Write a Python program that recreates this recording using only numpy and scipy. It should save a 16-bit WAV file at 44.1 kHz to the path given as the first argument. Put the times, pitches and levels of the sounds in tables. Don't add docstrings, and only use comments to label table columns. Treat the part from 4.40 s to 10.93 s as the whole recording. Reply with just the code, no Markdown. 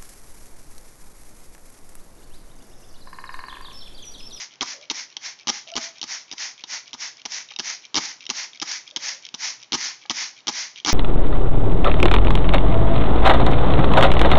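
import sys
import numpy as np
from scipy import signal
from scipy.fft import rfft, irfft
from scipy.io import wavfile

SR = 44100
rng = np.random.default_rng(int(sys.argv[2]) if len(sys.argv) > 2 else 0)


def int16_out(signal):
    q = np.round(np.clip(np.atleast_2d(signal).T, -1, 1) * 32767)
    wavfile.write(sys.argv[1], SR, q.astype(np.int16))


N = 287973
TIME = np.arange(N) / SR

# f/Hz, bandwidth/Hz, relative level/dB
HEAD_MODES = [(2146, 170, -8.5), (2650, 190, -3), (2995, 390, 0.5), (3345, 260, 1.5), (3712, 110, 1.5),
              (4280, 580, -3.5), (4780, 400, -2.5), (5240, 570, -0.5), (5390, 190, 1.5), (5740, 240, -4),
              (6410, 390, -8), (7000, 130, -11.5)]
# f/Hz, bandwidth/Hz, relative level/dB
BOTTLE_MODES = [(214.4, 90, -7.5), (330, 113, -3), (475, 140, -16.5), (829, 59, -4), (999, 50, -6.5),
                (1203, 65, -6), (1660, 60, -12), (1966, 110, -12.5), (2274, 84, -10)]
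# start t/s, number of piston slips, gap after the first slip t/s,
#   head level at the first slip/dB, at the second/dB, change per further slip/dB, bottle level/dB,
#   squeeze time until fullest flow t/s, hiss level/dB, return stroke level/dB
TRIGGER_PULLS = [(-.08, 1, .007, -17, -22, 2, -40, 0.082, -32, -56.5),
                 (0.2089, 4, 0.0076, -18, -23.5, -5, -28, 0.087, -32.5, -53.5),
                 (0.4997, 3, 0.007, -17.5, -26, 3.5, -31, 0.085, -31, -56.5),
                 (0.7672, 1, .007, -23, -22, -5, -39.5, 0.092, -31.5, -55.5),
                 (1.0715, 5, 0.0097, -21.5, -19.5, 1.2, -29, 0.086, -33.5, -50),
                 (1.3548, 4, .0098, -27, -18, -8.5, -28.5, .083, -31.5, -53.5),
                 (1.6144, 3, 0.014, -24, -23, -4.5, -38, 0.11, -30, -57),
                 (1.914, 3, 0.011, -27.5, -28.5, -7, -41.5, 0.11, -28.5, -54),
                 (2.238, 1, .007, -27, -26, 0, -38, 0.093, -28.5, -54.5),
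                 (2.531, 3, 0.0082, -28.5, -29.5, -10, -41.5, 0.1, -29.7, -53.5),
                 (2.8531, 2, 0.0056, -25.5, -25, 0, -34, 0.1, -29, -48.5),
                 (3.1881, 3, 0.0066, -25, -19.5, -6, -33, 0.1, -28.2, -54.5),
                 (3.5435, 7, 0.011, -19, -15, -1.4, -27.5, 0.11, -30.5, -51),
                 (3.8923, 3, .008, -27.5, -16.5, -11, -30, .101, -28.5, -52),
                 (4.216, 3, .006, -24.5, -23, -2, -30, .102, -28, -53.5),
                 (4.562, 2, 0.0067, -17.5, -24, 0, -32.5, 0.11, -27.5, -53),
                 (4.9414, 2, 0.0045, -27, -27, 0, -36.5, 0.11, -26.5, -53),
                 (5.3209, 6, 0.0092, -18.5, -17.5, -1.2, -28.5, 0.12, -27, -55.5),
                 (5.697, 3, 0.0076, -17, -21.5, -1, -28, 0.11, -27, -54),
                 (6.0704, 4, .01, -22.5, -16, -4.5, -29, 0.12, -27.7, -46.5),
                 (6.448, 9, .0128, -18, -20, -.2, -26, 0.12, -21.5, -55)]


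def from_db(db):
    return 10 ** (np.asarray(db) / 20)


def rms(x):
    return np.sqrt(np.mean(x ** 2) + 1e-20)


def add(track, s, sound):
    at = round(s * SR) + np.arange(len(sound))
    inside = (at >= 0) & (at < N)
    track[at[inside]] += sound[inside]


def colour(x, spectrum):
    size = 4096
    hz, db = np.transpose(spectrum)
    bins_hz = np.fft.rfftfreq(size, 1 / SR)
    gain = from_db(np.interp(np.log(bins_hz + 1), np.log(hz), db))
    cepstrum = irfft(np.log(gain))
    cepstrum[1:size // 2] *= 2
    cepstrum[size // 2 + 1:] = 0
    response = irfft(np.exp(rfft(cepstrum)))
    response /= np.linalg.norm(response)
    return signal.fftconvolve(x, response)[:len(x)]


def resonate(x, modes):
    out = 0
    for k, (hz, width_hz, db) in enumerate(modes):
        r = np.exp(-np.pi * width_hz / SR)
        poles = [1, -2 * r * np.cos(2 * np.pi * hz / SR), r * r]
        zeros = np.array([1, 0, -1]) * (1 - r * r) / 2
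        out = out + (-1) ** k * from_db(db) * signal.lfilter(zeros, poles, x + 1e-18)
    return out


def knock(modes, chatter_s, chatter_db, vary_db):
    t = TIME[:SR // 10]
    force = from_db(chatter_db) * rng.standard_normal(len(t)) * np.exp(-t / chatter_s)
    force[0] += rng.choice([-1, 1])
    varied = [(hz, width, db + vary_db * rng.standard_normal()) for hz, width, db in modes]
    sound = resonate(force, varied)
    sound *= 1 - np.exp(-t / .0002)
    return sound / rms(sound[t < .004])


def grains(per_s, spread_db):
    excess_db = spread_db * np.minimum(rng.exponential(1, N), 4)
    sizes = from_db(excess_db) * rng.choice([-1, 1], N)
    clicks = sizes * (rng.random(N) < per_s / SR)
    return clicks / rms(clicks)


def slip_delays(slips, first_gap_s):
    gap_shrink, shortest_gap_s = .77, .004
    gaps = np.maximum(first_gap_s * gap_shrink ** np.arange(round(slips) - 1), shortest_gap_s)
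    return np.append(0, np.cumsum(gaps))


def returns():
    return_squeezes = 2.6
    return [(start + return_squeezes * squeeze_s, db) for start, *_, squeeze_s, _, db in TRIGGER_PULLS]


def room_noise(level_db):
    # f/Hz, relative level per Hz/dB
    spectrum = [(30, -32.5), (75, -37), (125, 1), (170, -7), (300, -2), (500, -4.5), (950, -1.5),
                (1500, -4), (3000, -6), (7000, -11)]
    return from_db(level_db) * colour(rng.standard_normal(N), spectrum)


def far_hoots(waver_s, tail_s):
    # start t/s, end t/s, f/Hz, level/dB, pitch waver as a share of f
    hoots = [(0.334, 0.42, 583, -54, 0.13), (1.268, 1.304, 667, -51, 0.071),
             (1.32, 1.327, 667, -39.5, 0.027), (1.382, 1.48, 666, -50, 0.039),
             (4.516, 4.762, 584, -60, .14)]
    out = np.zeros(N)
    for start, end, hz, db, waver in hoots:
        wander = np.interp(TIME / waver_s, np.arange(N), rng.standard_normal(N))
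        phase = 2 * np.pi * np.cumsum(hz * (1 + waver * wander)) / SR
        onset = np.clip((TIME - start) / 0.0035, 0, 1)
        decay = np.exp(-np.clip((TIME - end) / tail_s, 0, 20))
        tone = np.sqrt(2) * (np.sin(phase) + np.sin(2 * phase) / 10)
        out += from_db(db) * onset * decay * tone
    return out


def room(x):
    # f/Hz, bandwidth/Hz, level/dB
    room_modes = [(168, 12, -11), (212, 12, -19), (243, 11, -19), (283, 14, -18), (325, 14, -14)]
    t60_s, tail_db = 0.46, -15.5
    t = TIME[:SR // 2]
    tail = rng.standard_normal(len(t)) * from_db(-60 * t / t60_s) * (t > .004)
    diffuse = signal.fftconvolve(x, tail / np.linalg.norm(tail))[:N]
    return from_db(tail_db) * diffuse + resonate(x, room_modes)


def bumps(contact_s):
    # t/s, level/dB
    touches = [(3.112, -47.5), (3.116, -44.5), (3.163, -52), (5.653, -43)]
    out = np.zeros(N)
    for s, db in touches:
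        touch = knock(BOTTLE_MODES[2:], chatter_s=contact_s, chatter_db=-10, vary_db=1)
        add(out, s, from_db(db) * touch)
    return out


def refill(stroke_s, suck_db, creak_db, suck_s):
    def strokes(length_s):
        return sum(from_db(db) * np.exp(-np.minimum(((TIME - s) / length_s) ** 2, 20))
                   for s, db in returns())
    suck = resonate(rng.standard_normal(N), [(2350, 130, 0)])
    creak = resonate(grains(per_s=520, spread_db=3.5), HEAD_MODES)
    water = from_db(suck_db) * strokes(suck_s) * suck / rms(suck)
    return water + from_db(creak_db) * strokes(stroke_s) * creak / rms(creak)


def spring(level_db, rattle_db, spacing_s, jitter_s, uneven_db, count):
    # t/s, level/dB before level_db is added
    sharp_ticks = [(1.287, -38.5), (1.3381, -30.5), (1.981, -29.5), (2.4784, -38.5), (2.92, -30),
                   (3.1054, -39), (3.162, -26.5), (3.452, -36.5), (3.8062, -37), (3.8653, -27),
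                   (4.1993, -28), (4.477, -35), (4.5102, -36.5), (4.851, -31), (4.8656, -34.5),
                   (4.8883, -35.5), (5.2282, -38.5), (6.37, -42)]
    ratchet = []
    for s, db in returns():
        for k in range(count):
            tick_s = s + (k - (count - 1) / 2) * spacing_s + jitter_s * rng.standard_normal()
            ratchet.append((tick_s, db + rattle_db + uneven_db * rng.standard_normal()))
    out = np.zeros(N)
    for s, db in list(sharp_ticks) + ratchet:
        tick = knock(HEAD_MODES, chatter_s=0.0012, chatter_db=-16.5, vary_db=4.0)
        add(out, s, from_db(db + level_db) * tick)
    return out


def piston(head_db, bottle_db, rub_db, rub_s, load_s, load_db, load_hz):
    # f/Hz, relative level per Hz/dB
    rub_spectrum = [(40, -9), (120, -14), (250, 3), (520, -11), (950, 3), (1500, -4.5), (2700, -8.5),
                    (4200, -3), (5600, -1), (7500, -1.5)]
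    first_slip_bottle_db = -5.5
    out, rubbing = np.zeros(N), np.zeros(N)
    t = TIME[:SR // 10]
    for start, slips, first_gap_s, first_head, second_head, head_change, full_bottle, *_ in TRIGGER_PULLS:
        for k, delay in enumerate(slip_delays(slips, first_gap_s)):
            s = start + delay
            load = 1 - np.exp(-delay / load_s)
            head = second_head + (k - 1) * head_change if k else first_head
            bottle = full_bottle + (1 - load) * first_slip_bottle_db
            head_modes = [(hz, width, db + load * load_db * np.exp(-np.log2(hz / load_hz) ** 2 / 0.14))
                          for hz, width, db in HEAD_MODES]
            bottle_modes = [(hz, width, db + load * 2.1 * np.log2(min(hz, 1000)))
                            for hz, width, db in BOTTLE_MODES]
            head_ring = knock(head_modes, chatter_s=0.0036, chatter_db=-20.0, vary_db=1.0)
            bottle_ring = knock(bottle_modes, chatter_s=.002, chatter_db=-27.5, vary_db=3.0)
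            add(out, s, from_db(head + head_db) * head_ring)
            add(out, s, from_db(bottle + bottle_db) * bottle_ring)
            add(rubbing, s, from_db(bottle + rub_db) * np.exp(-t / rub_s))
    return out + colour(rubbing * rng.standard_normal(N), rub_spectrum)


def nozzle(level_db, decay_db, opening_s, drops_db, sputter_db, sputter_s, priming):
    # f/Hz, relative level per Hz/dB
    mist_spectrum = [(60, -51), (130, -47.5), (230, -21), (400, -28), (650, -16.5), (930, -8.5),
                     (1200, -12.5), (2050, 0), (2800, -7), (3800, -6), (4600, -2), (5600, 2.5), (6400, 0),
                     (7600, -7)]
    rise_squeezes, fall_squeezes = 0.48, 0.76
    usual_bottle_db = -33
    flow = np.zeros(N)
    for start, slips, first_gap_s, *_, bottle, squeeze_s, db, _ in TRIGGER_PULLS:
        opens = start + slip_delays(slips, first_gap_s)[-1]
        away = TIME - start - squeeze_s
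        rise = rise_squeezes * squeeze_s * from_db(priming * (bottle - usual_bottle_db))
        fall = fall_squeezes * squeeze_s
        swell_db = np.where(away < 0, -10 * (away / rise) ** 2,
                            decay_db * (1 - np.sqrt(1 + (away / fall) ** 2)))
        opening = np.clip((TIME - opens) / opening_s, 0, 1)
        flow += from_db(db + np.maximum(swell_db, -120)) * opening
    sputter = np.interp(TIME / sputter_s, np.arange(N), rng.standard_normal(N))
    jet = rng.standard_normal(N) + from_db(drops_db) * grains(per_s=2800, spread_db=1.5)
    return from_db(level_db + sputter_db * sputter) * flow * colour(jet, mist_spectrum)


def scene():
    background = room_noise(level_db=-57) + far_hoots(waver_s=0.003, tail_s=0.041)
    sprayer = bumps(contact_s=0.0018)
    sprayer += refill(stroke_s=0.028, suck_db=3.0, creak_db=0.5, suck_s=0.016)
    sprayer += spring(level_db=-2.0, rattle_db=10.0, spacing_s=0.014, jitter_s=.003, uneven_db=3, count=4)
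    sprayer += piston(head_db=-2.0, bottle_db=-0.5, rub_db=8.0, rub_s=0.0069,
                      load_s=0.0071, load_db=10.5, load_hz=5400)
    sprayer += nozzle(level_db=2, decay_db=31, opening_s=0.0044, drops_db=-8.5,
                      sputter_db=1.25, sputter_s=0.0034, priming=0.32)
    return (sprayer + room(sprayer) + background)[None]


def record(dry):
    cutoff_hz = 6950
    low_pass = signal.firwin(63, cutoff_hz, window=("kaiser", 4), fs=SR)
    return signal.fftconvolve(dry, low_pass[None], mode="same")


dry = scene()
out = record(dry)
int16_out(out)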